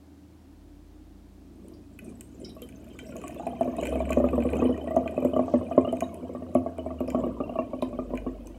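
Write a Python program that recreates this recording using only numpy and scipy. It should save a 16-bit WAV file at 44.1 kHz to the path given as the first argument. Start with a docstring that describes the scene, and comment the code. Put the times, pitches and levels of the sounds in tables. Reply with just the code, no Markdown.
"""Room hiss and a low wavering hum are heard first; a gliding drone soon joins them.
Syrup then runs through a sieve and a plastic funnel into a glass bottle, pattering and spitting: bubble swarms
and noise bursts. Once the spout floods, gulps of air glug: damped sines for bubble, overtone and bottle air.
Decaying sines also make small bubbles, sharp ticks of drops and sieve, and chinks of sieve and funnel on the neck.
The room answers the pour with a diffuse tail; the recorder cuts the top."""
import sys
import numpy as np
from scipy import signal
from scipy.fft import rfft, irfft
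from scipy.io import wavfile

SR = 44100
rng = np.random.default_rng(int(sys.argv[2]) if len(sys.argv) > 2 else 0)


def persist_wave(psi):
    """Save psi, clipped to +-1, as 16-bit WAV."""
    counts = np.round(np.clip(psi, -1, 1) * 32767).astype(np.int16)
    wavfile.write(sys.argv[1], SR, np.atleast_2d(counts).T)


N = 378449
TIME = np.arange(N) / SR

# Levels in the tables are relative: the gains set in scene() are added to them.
# gulps of air: (time [s], level [dB], bubble pitch [Hz], overtone level above the glug [dB])
GULPS = [(2.565, -36, 622, -15), (2.618, -30.5, 478, -28), (3.156, -33.5, 654, -16),
         (3.238, -33.5, 700, -5.5), (3.396, -24.5, 680, -24), (3.466, -16, 672, -31),
         (3.609, -9.5, 664, -43), (3.655, -22, 597, -38), (3.676, -19, 560, -24), (3.783, -19.5, 662, -24),
         (3.826, -17.5, 594, -34), (3.924, -18, 474, -26), (3.954, -16.5, 620, -37),
         (4.003, -14.5, 634, -29), (4.103, -16.5, 629, -16), (4.17, -8.5, 574, -28), (4.2, -11.5, 581, -39),
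         (4.24, -9.5, 582, -23.5), (4.33, -14.5, 509, -19.5), (4.378, -10.5, 587, -28),
         (4.452, -13, 486, -29), (4.529, -17, 465, -36), (4.555, -17.5, 503, -33), (4.62, -8.5, 444, -24),
         (4.652, -13.5, 455, -32), (4.692, -13.5, 493, -43), (4.873, -20, 660, -25.5),
         (4.907, -19.5, 632, -23.5), (4.964, -6.5, 648, -32), (5.059, -21.5, 644, -20.5),
         (5.177, -13.5, 598, -28.5), (5.224, -20, 570, -32), (5.248, -11, 570, -40),
         (5.333, -16.5, 612, -25.5), (5.363, -11, 609, -19.5), (5.392, -10, 615, -23.5),
         (5.48, -22, 680, -18), (5.537, -7, 579, -30.5), (5.611, -19.5, 589, -25), (5.711, -16, 667, -23),
         (5.777, -3.5, 599, -21), (5.847, -20.5, 650, -16), (5.874, -15.5, 610, -26),
         (5.927, -14, 650, -42), (6.021, -14.5, 664, -20), (6.229, -27, 500, -41), (6.291, -26, 495, -26),
         (6.349, -24.5, 575, -18), (6.421, -26.5, 612, -25), (6.551, -6.5, 598, -27),
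         (6.661, -18, 662, -23.5), (6.784, -21.5, 632, -27), (6.861, -19.5, 623, -27),
         (6.904, -26, 650, -14), (7.005, -14.5, 600, -27), (7.082, -19.5, 600, -29), (7.146, -12, 604, -20),
         (7.186, -22.5, 617, -22), (7.236, -16, 585, -20), (7.264, -19.5, 509, -30),
         (7.402, -15, 586, -17.5), (7.494, -23, 653, -24), (7.555, -22.5, 660, -15),
         (7.587, -13.5, 637, -15), (7.732, -19.5, 604, -21), (7.823, -14, 600, -19.5),
         (7.928, -24, 600, -21.5), (7.988, -18, 606, -18), (8.104, -25, 570, -31),
         (8.135, -19.5, 580, -17.5), (8.264, -19, 397, -20.5)]
# modes of the bottle's air, rung by every gulp: (frequency [Hz], level [dB], t60 [s])
BOTTLE_MODES = [(256.7, -1.8, 0.165), (97.2, -19, 0.14), (188, -26, 0.038), (343.3, -6, 0.12)]
# narrow resonances that hold on to the bubbles' sound: (frequency [Hz], width [Hz], level [dB])
HOLLOW_RESONANCES = [(491, 12, 0.5), (584, 11, -8.5), (665.5, 20, -5), (936, 25, 3), (1130, 50, -12.5)]
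# colour of the slosh: (frequency [Hz], level [dB])
SLOSH_COLOUR = [(250, -7.5), (420, 6.5), (700, 1.5), (900, -9), (1200, -11.5), (1500, -31), (2500, -39.5),
                (3200, -35.5)]
# the running stream: (time [s], flow into the bottle [dB], spatter on the funnel [dB])
STREAM_LEVELS = [(1.4, -51, -82), (1.62, -50, -85.5), (2.88, -44.5, -65.5), (3.22, -38, -56),
                 (3.68, -38.5, -59), (3.98, -33.5, -52.5), (4.16, -32.5, -58.5), (4.5, -30.5, -56.5),
                 (4.92, -34, -60.5), (5.8, -35.5, -60), (6.36, -40, -67), (6.98, -41, -69),
                 (7.3, -35.5, -64.5), (7.78, -41.5, -67.5), (8.04, -40.5, -66), (8.58, -45, -68.5)]
# gushes from the sieve: (time [s], half length [s], extra level [dB])
SIEVE_GUSHES = [(1.68, 0.09, 7.5), (2.076, 0.056, 13), (2.456, 0.093, 7), (3.856, 0.13, 6),
                (4.588, 0.064, 7), (7.188, .07, 7.5)]
# colour of the stream's larger bubbles: (frequency [Hz], level [dB])
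BURBLE_COLOUR = [(430, -10.5), (660, -0.5), (800, -18), (950, -14), (1160, -12), (1400, -26)]
# colour of the patter: (frequency [Hz], level [dB])
PATTER_COLOUR = [(1400, -6.5), (1750, -12), (2100, -8.5), (2430, -1), (2750, -6), (3080, 0), (3400, -10.5),
                 (4200, -14)]
# colour of fizz, spit and cracks: (frequency [Hz], level [dB])
SPRAY_COLOUR = [(1500, -27), (2500, 2.5), (4000, -16), (5500, -10.5), (7200, 0.5), (9000, 0.5), (10200, -4),
                (11500, -1.5), (16000, -12)]
# sharp ticks, drops on the funnel and taps of the sieve:
# (time [s], treble level [dB], funnel level [dB], ping pitch [Hz])
SHARP_TICKS = [(1.6831, -43, -76, 8540), (1.9897, -40, -40.5, 11300), (2.2089, -28.5, -49.5, 8300),
               (2.6194, -33, -54, 12800), (2.6888, -42, -49, 9530), (2.9894, -37.5, -36.5, 7040),
               (3.1662, -34, -56, 6800), (3.2797, -30, -48, 6900), (3.469, -38.5, -43, 9000),
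               (3.609, -38.5, -59, 8840), (3.6302, -44, -44, 6550), (3.832, -37, -34.5, 7250),
               (3.8538, -30.5, -32.5, 7850), (3.8697, -27.5, -31.5, 7660), (4.0928, -39, -39, 7380),
               (4.1065, -28.5, -50, 7400), (4.1208, -42, -30.5, 7250), (4.1297, -28.5, -31, 6840),
               (4.2867, -48, -37.5, 7310), (4.3575, -42, -53, 13400), (4.4225, -49, -36.5, 7460),
               (4.4886, -52, -38, 10900), (4.5324, -49, -34, 6470), (4.9622, -35, -61, 6470),
               (5.0764, -44, -33.5, 7170), (5.248, -36.5, -55, 12500), (5.925, -37, -59, 9600),
               (5.9688, -43, -46.5, 8330), (6.0062, -27, -34, 6670), (6.1429, -35.5, -55, 9800),
               (6.548, -35.5, -45.5, 10950), (6.781, -43.5, -47, 8270), (7.0034, -40.5, -49, 12200),
               (7.0768, -44, -48, 9550), (7.1021, -33, -38.5, 7130), (7.8234, -34, -41, 9900),
               (8.1532, -44, -45, 9350), (8.174, -41, -34.5, 6700), (8.4714, -36.5, -69, 6200)]
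# modes of the plastic funnel's wall: (frequency [Hz], level [dB], t60 [s])
FUNNEL_MODES = [(1522, -6.5, 0.049), (1790, -4.5, 0.02), (1995, -4, 0.041), (2444, 2.5, 0.038),
                (2520, 6.5, 0.01), (2993, -6.5, 0.044), (4150, -18.5, 0.026)]
# the clearest single bubbles: (time [s], level [dB], pitch [Hz])
SINGLE_BUBBLES = [(3.4, -33, 806), (3.43, -33, 830), (3.47, -29, 784), (3.53, -31.5, 760),
                  (4.597, -36, 2530), (4.653, -38.5, 2980), (4.723, -41.5, 2960), (4.809, -44, 3010),
                  (4.879, -41, 1890), (4.74, -42, 1870), (4.91, -43, 1950), (5.167, -41, 2510),
                  (5.219, -43.5, 2380), (5.334, -41, 2960), (5.723, -43, 2460), (5.847, -38.5, 2810),
                  (5.886, -37, 2990), (6.036, -43, 3760), (6.79, -44, 2930), (6.985, -50, 2810),
                  (7.435, -42.5, 2700), (7.49, -44, 2760), (7.585, -36, 2697)]
# touches of sieve and funnel against the bottle's neck: (time [s], level [dB], brightest pitch [Hz])
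NECK_TOUCHES = [(1.735, -58, 4700), (2.044, -51.5, 8800), (2.446, -41.5, 5230), (2.448, -49, 3840),
                (2.494, -46, 3840), (2.624, -45.5, 3100), (2.635, -56, 11300), (2.9, -56, 3120),
                (2.997, -45, 3120), (3.065, -54.5, 5600), (7.079, -51, 5070), (7.819, -40.5, 3700)]
# modes rung by those touches: (frequency [Hz], level [dB], t60 [s])
GLASS_MODES = [(3106, 0, .17), (3838, -4, .11), (4441, -11, .12), (4776, -7, .2), (5100, -4, .14),
               (5566, -2, .19), (7200, -7, .18), (8200, -3, .13), (9100, -5, .08), (11350, -3, .14)]
# the low drone: (time [s], level [dB])
DRONE_LEVELS = [(0, -76), (.6, -52), (1.1, -51.5), (1.7, -56), (3.7, -51.5), (3.95, -32.5), (4.6, -34),
                (4.85, -45), (5.5, -44.5), (6.1, -50), (6.85, -43), (7.3, -42.5), (7.7, -54), (8.2, -38.5),
                (8.58, -46.5)]
# spectrum of the room's hiss: (frequency [Hz], level per hertz [dB])
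ROOM_SPECTRUM = [(100, -8.5), (150, -15), (195, -3.5), (230, -13), (295, 0), (360, -12.5), (450, -21.5),
                 (700, -21.5), (1100, -29.5), (2000, -35), (5000, -39), (7000, -41.5), (10500, -44),
                 (16000, -46.5)]

OVERTONE_HZ, OVERTONE_SPREAD = 1123, .045  # every glug's overtone, and its scatter as a share
AIR_CORNER_HZ, AIR_DB_PER_OCTAVE = 560.5, -26  # bubbles above this pitch are too small to thump the air fully
AIR_DB_PER_S = 0.65  # the thump grows as the bottle fills
AIR_HOLD_S = .07  # how long the bottle's air rings before it drops off sharply
# a high mode of the air column climbs from the flooding on
COLUMN_HZ, COLUMN_HZ_PER_S, COLUMN_TOP_HZ = 1638, 150, 2286
POUR_S = 1.37  # the syrup reaches the funnel
FLOOD_S, FLOOD_SCALE_S = 2.88, .2  # the spout floods, and the time scale of that change
DRONE_HZ, DRONE_OCTAVES_PER_S = 41.66, .176  # pitch at time 0, and its steady climb
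DRONE_SINKS_S, DRONE_SINK_SCALE_S, DRONE_END_HZ = 7.0, 0.25, 48.5  # then it sinks to its last pitch
HUM_HZ, HUM_DB = 76.4, -55.5
HUM_WAVER, HUM_WAVERS_PER_S = 0.0355, 3  # scatter as a share of the pitch, and new random values a second
ROOM_TONE_DB = -53.5
TOP_HZ = 15900  # the recorder's upper limit


def glugs(bubble_db, air_db, overtone_db, bubble_t60, overtone_t60, damping, lead_s,
          slosh_db, slosh_t60, drop_share, column_db, column_t60):
    """Coupled resonance: each gulp rings as a bubble, thumps the bottle's air and sloshes."""
    bubble, air, slosh = np.zeros(N), np.zeros(N), np.zeros(N)
    # after AIR_HOLD_S the ring of the air drops off sharply by drop_share
    hold = 1 - np.clip(drop_share, 0, 1) * (1 - np.exp(-(TIME / AIR_HOLD_S) ** 6))
    for s, db, hz, top_db in GULPS:
        octaves_above = max(np.log2(hz / AIR_CORNER_HZ), 0)
        thump_db = AIR_DB_PER_OCTAVE * octaves_above + AIR_DB_PER_S * (s - FLOOD_S) + air_db
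        # the more a bubble drives the air, the faster it dies
        t60 = bubble_t60 * np.clip(undb(-damping * thump_db), .5, 2)
        column_hz = min(COLUMN_HZ + COLUMN_HZ_PER_S * (s - FLOOD_S), COLUMN_TOP_HZ)
        add(air, s, undb(db + column_db) * ring(column_hz, column_t60, attack_s=0.0065))

        add(bubble, s - lead_s, undb(db + bubble_db) * ring(hz, t60, attack_s=0.0036, glide=0.047))
        top_hz = OVERTONE_HZ * (1 + OVERTONE_SPREAD * rng.standard_normal())
        overtone = ring(top_hz, overtone_t60, attack_s=0.0032, glide=0.025)
        add(bubble, s - lead_s, undb(db + top_db + overtone_db) * overtone)
        add(slosh, s, undb(db + slosh_db) * burst(slosh_t60))

        sway = 1 + 0.018 * rng.standard_normal()  # the plug of syrup in the spout is never quite the same
        for mode_hz, mode_db, mode_t60 in BOTTLE_MODES:
            thump = ring(mode_hz * sway, mode_t60, attack_s=0.0051)
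            add(air, s - lead_s, undb(db + thump_db + mode_db) * thump * hold[:len(thump)])
    held = np.zeros(N)
    for hz, width, db in HOLLOW_RESONANCES:
        held += undb(db) * signal.lfilter(*signal.iirpeak(hz, hz / width, SR), bubble)
    return bubble + air + held + colour(slosh, SLOSH_COLOUR)


def films(fizz_db, spit_db, spit_t60, shed_db, shed_t60, shed_s, count):
    """Film rupture: the film over each gulp bursts with a thin spit and sheds a few small bubbles."""
    out = np.zeros(N)
    for s, db, _, top_db in GULPS:
        spit_size, spit_octave = rng.random(2)
        spit = signal.lfilter(*signal.iirpeak(7000 * 2 ** spit_octave, 6, SR), burst(spit_t60))
        add(out, s, undb(fizz_db[int(s * SR)] + spit_db) * spit_size * spit)
        for late, octave, size in rng.random((count, 3)):
            pop = ring(1550 * 2 ** octave, shed_t60, attack_s=0.0065)
            add(out, s + shed_s * late ** 2, undb((db + top_db) / 2 + shed_db) * size * pop)
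    return out


def flow(dry_burble_db, dry_fizz_db, before_db):
    """Flow regimes as levels of gurgle, burble, patter and fizz: unflooded, it fizzes more and burbles less."""
    surge_db = before_db * (1 - step(TIME, POUR_S, .04))
    for s, half_s, db in SIEVE_GUSHES:
        surge_db = surge_db + db * np.exp(-((TIME - s) / half_s) ** 2)
    flow_db, spatter_db = np.array(curves(STREAM_LEVELS)) + surge_db
    dry = 1 - step(TIME, FLOOD_S, FLOOD_SCALE_S)
    return flow_db, flow_db + dry_burble_db * dry, spatter_db, spatter_db + dry_fizz_db * dry


def stream(levels, gurgle_gain_db, burble_gain_db, patter_gain_db, fizz_gain_db, splash_db, spit_db):
    """Air entrainment: falling syrup folds in bubbles of many sizes, and droplets spatter on the funnel."""
    gurgle_db, burble_db, patter_db, fizz_db = levels
    gurgle = bubbles(count=1500, lo_hz=196.0, hi_hz=393.7, cycles=13.7, swell_cycles=1.4, range_db=8, glide=0.029)
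    burble = bubbles(count=2400, lo_hz=426.0, hi_hz=1441, cycles=28.4, swell_cycles=1.6, range_db=19.5, glide=0.051)
    patter = bubbles(count=2200, lo_hz=1400, hi_hz=4200, cycles=80, swell_cycles=14, range_db=24, glide=0)
    splash = bubbles(count=5000, lo_hz=1700, hi_hz=3500, cycles=7, swell_cycles=2, range_db=20, glide=0)
    fizz = bubbles(count=3400, lo_hz=4830, hi_hz=15200, cycles=60, swell_cycles=4.8, range_db=35.5, glide=0)
    spit = bubbles(count=2000, lo_hz=6100, hi_hz=14000, cycles=16, swell_cycles=2, range_db=39.0, glide=0)
    spatter = patter + undb(splash_db) * smear(splash, t60=0.032)
    spray = smear(fizz, t60=0.069) + undb(spit_db) * spit
    return (undb(gurgle_db + gurgle_gain_db) * gurgle
            + undb(burble_db + burble_gain_db) * unit(colour(burble, BURBLE_COLOUR))
            + undb(patter_db + patter_gain_db) * unit(colour(spatter, PATTER_COLOUR))
            + undb(fizz_db + fizz_gain_db) * unit(colour(spray, SPRAY_COLOUR)))


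def bubbles(count, lo_hz, hi_hz, cycles, swell_cycles, range_db, glide):
    """Superposition of bubble resonances of random pitch, many weak and few strong, at rms 1."""
    out = np.zeros(N)
    for k, (when, pitch, size, life) in enumerate(rng.random((count, 4))):
        hz = lo_hz * (hi_hz / lo_hz) ** pitch
        pop = ring(hz, cycles * (.5 + life) / hz, swell_cycles / hz, glide)
        s = (k + 4 * when - 2) / count * N / SR  # even spacing, jittered by up to two places
        add(out, s, undb(-range_db * np.sqrt(size)) * pop)
    return unit(out)


def ticks(strikes, crack_db, ping_db, funnel_db, crack_t60, ping_t60):
    """Impact excitation: a tiny crack, a high ping and the short modal ring of the funnel's wall."""
    cracks, rings = np.zeros(N), np.zeros(N)
    for s, treble_db, body_db, ping_hz in strikes:
        add(cracks, s, undb(treble_db + crack_db) * burst(crack_t60))
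        add(rings, s, undb(treble_db + ping_db) * ring(ping_hz, ping_t60, attack_s=0.00029))
        for mode_hz, mode_db, t60 in FUNNEL_MODES:
            wet_hz = mode_hz * (1 + 0.017 * rng.standard_normal())  # the syrup loads the wall unevenly
            add(rings, s, undb(body_db + funnel_db + mode_db) * ring(wet_hz, t60, attack_s=0.0016))
    return colour(cracks, SPRAY_COLOUR) + rings


def drips(spatter_db, count, first_s, last_s, treble_db, funnel_db, range_db):
    """Random arrivals: lesser drops that follow the spatter's level; rows like those of SHARP_TICKS."""
    rows = []
    for k, (when, size, body, octave) in enumerate(rng.random((count, 4))):
        s = first_s + (last_s - first_s) * (k + when) / count
        db = np.interp(s, TIME, spatter_db)
        drop_treble_db = db + treble_db - range_db * size
        drop_funnel_db = db + funnel_db - range_db * body
        rows.append((s, drop_treble_db, drop_funnel_db, 6500 * 2 ** octave))
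    return rows


def plips(gain_db, t60, attack_s, glide):
    """Bubble resonance: small bubbles swell softly in the thick liquid and rise a little in pitch."""
    out = np.zeros(N)
    for s, db, hz in SINGLE_BUBBLES:
        add(out, s, undb(db + gain_db) * ring(hz, t60, attack_s, glide))
    return out


def chinks(gain_db, db_per_octave, scrape_db, scrape_t60):
    """Modal excitation: each touch scrapes briefly and wakes mostly the modes near its brightest pitch."""
    out = np.zeros(N)
    for s, db, bright_hz in NECK_TOUCHES:
        scrape = signal.lfilter(*signal.iirpeak(bright_hz, 20, SR), burst(scrape_t60))
        add(out, s, undb(db + scrape_db) * scrape)
        for hz, mode_db, t60 in GLASS_MODES:
            fall_db = db_per_octave * abs(np.log2(hz / bright_hz))
            add(out, s, undb(db + gain_db + mode_db - fall_db) * ring(hz, t60, attack_s=0.0011))
    return out


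def hiss(s, width_s, db, lo_hz, hi_hz):
    """Band-limited noise under a bell-shaped envelope: a soft hiss swells and fades once."""
    swell = np.exp(-((TIME - s) / width_s) ** 2)
    return undb(db) * swell * unit(colour(rng.standard_normal(N), [(lo_hz, 0), (hi_hz, 0)]))


def kitchen(x, wet_db, t60, gap_s):
    """Reverberation: walls answer after a short gap with a diffuse, decaying tail."""
    tail = np.concatenate([np.zeros(int(gap_s * SR)), burst(t60)])
    wall_colour = [(80, 12.0), (250, -1), (700, 0.5), (2500, -2), (8000, -2.0), (16000, 1)]  # (Hz, dB)
    echo = colour(signal.oaconvolve(x, tail)[:N], wall_colour)
    return x + undb(wet_db) * echo


def background(drone_db, octave_db, octave_from_s):
    """Frequency modulation: a climbing, then sinking drone with its octave, and a wavering hum, under hiss."""
    sunk = step(TIME, DRONE_SINKS_S, DRONE_SINK_SCALE_S)
    drone_hz = (1 - sunk) * DRONE_HZ * 2 ** (DRONE_OCTAVES_PER_S * TIME) + sunk * DRONE_END_HZ
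    phase = 2 * np.pi * np.cumsum(drone_hz) / SR
    drone = undb(curves(DRONE_LEVELS)[0] + drone_db) * unit(np.sin(phase)) * step(TIME, .4, 0.087)
    octave = undb(octave_db) * step(TIME, octave_from_s, 0.15) * np.sin(2 * phase)

    waver = np.interp(TIME * HUM_WAVERS_PER_S, np.arange(100), rng.standard_normal(100))
    hum_hz = HUM_HZ * (1 + HUM_WAVER * waver)
    hum = undb(HUM_DB) * unit(np.sin(2 * np.pi * np.cumsum(hum_hz) / SR))
    room_hiss = undb(ROOM_TONE_DB) * unit(colour(rng.standard_normal(N), ROOM_SPECTRUM))
    return drone + octave + hum + room_hiss


def ring(hz, t60, attack_s, glide=0):
    """Damped oscillation that swells over attack_s; its pitch rises by the share glide over one t60."""
    t = np.arange(int((t60 + attack_s) * SR) + 2) / SR
    swell = np.sin(np.pi / 2 * np.minimum(t / attack_s, 1)) ** 2
    decay = np.exp(-np.log(1000) * t / t60)
    return swell * decay * np.sin(2 * np.pi * hz * t * (1 + glide * t / t60 / 2))


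def burst(t60):
    """Exponential decay of noise, with energy 1."""
    t = np.arange(int(t60 * SR) + 2) / SR
    x = rng.standard_normal(len(t)) * np.exp(-np.log(1000) * t / t60)
    return x / np.linalg.norm(x)


def smear(x, t60):
    """Multiple reflection: sound bounces about inside funnel and bottle before it gets out; rms 1."""
    return unit(signal.oaconvolve(x, burst(t60))[:N])


def colour(x, points, size=4096):
    """Minimum-phase filter through (frequency [Hz], level [dB]) points, falling steeply outside them."""
    hz, db = np.transpose(points)
    octave = np.log2(np.maximum(np.arange(size // 2 + 1), .5) * SR / size)
    outside = np.abs(octave - np.clip(octave, np.log2(hz[0]), np.log2(hz[-1])))
    gain_db = np.interp(octave, np.log2(hz), db) - np.minimum(36 * outside, 60)
    # folding the cepstrum onto positive times makes the filter causal
    cepstrum = irfft(np.log(undb(gain_db)))
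    cepstrum[1:size // 2] *= 2
    cepstrum[size // 2 + 1:] = 0
    return signal.oaconvolve(x, irfft(np.exp(rfft(cepstrum))))[:len(x)]


def step(t, s, scale_s):
    """Logistic transition from 0 to 1, halfway at time s."""
    return .5 + .5 * np.tanh((t - s) / scale_s / 2)


def curves(table):
    """Linear interpolation in time of each column after the first."""
    s, *columns = np.transpose(table)
    return [np.interp(TIME, s, column) for column in columns]


def add(out, s, sound):
    """Superposition: mix a sound in at time s."""
    i = int(np.clip(s * SR, 0, N - 1))
    out[i:i + len(sound)] += sound[:N - i]


def undb(db):
    """Decibel law: level to amplitude gain."""
    return 10 ** (np.asarray(db) / 20)


def unit(x):
    """Normalization to rms 1."""
    return x / np.sqrt(np.mean(x ** 2))


def scene():
    """Superposition of the pour, reverberated by the kitchen, and the background."""
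    levels = flow(dry_burble_db=-11.5, dry_fizz_db=11, before_db=-16)
    patter_db, fizz_db = levels[2:]
    strikes = SHARP_TICKS + drips(patter_db, count=70, first_s=2.7, last_s=5.3,
                                  treble_db=17.5, funnel_db=14.5, range_db=22.5)
    pour = glugs(bubble_db=-1.0, air_db=-4.5, overtone_db=5.5, bubble_t60=0.029, overtone_t60=0.064,
                 damping=0.92, lead_s=.0003, slosh_db=21, slosh_t60=0.085, drop_share=0.6,
                 column_db=-36, column_t60=0.056)
    pour += films(fizz_db, spit_db=30.5, spit_t60=.035, shed_db=-23.0, shed_t60=0.029, shed_s=0.033, count=4)
    pour += stream(levels, gurgle_gain_db=-4.5, burble_gain_db=-7, patter_gain_db=-2.5, fizz_gain_db=-9.5,
                   splash_db=-3.5, spit_db=-12)
    pour += ticks(strikes, crack_db=11.5, ping_db=-4.0, funnel_db=-2, crack_t60=0.022, ping_t60=0.011)
    pour += plips(gain_db=7.0, t60=0.04, attack_s=0.0071, glide=0.057)
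    pour += chinks(gain_db=-1.5, db_per_octave=40, scrape_db=36, scrape_t60=0.08)
    pour += hiss(s=5.52, width_s=0.077, db=-65.5, lo_hz=3160, hi_hz=6600)
    room = kitchen(pour, wet_db=-10.5, t60=0.29, gap_s=0.0086)
    return (room + background(drone_db=-1.5, octave_db=-54.5, octave_from_s=1.7))[None]


def record(dry):
    """Low-pass filtering: the recorder cuts the top with a steep elliptic filter."""
    return signal.sosfilt(signal.ellip(10, .2, 80, TOP_HZ, fs=SR, output="sos"), dry)


dry = scene()
out = record(dry)
persist_wave(out)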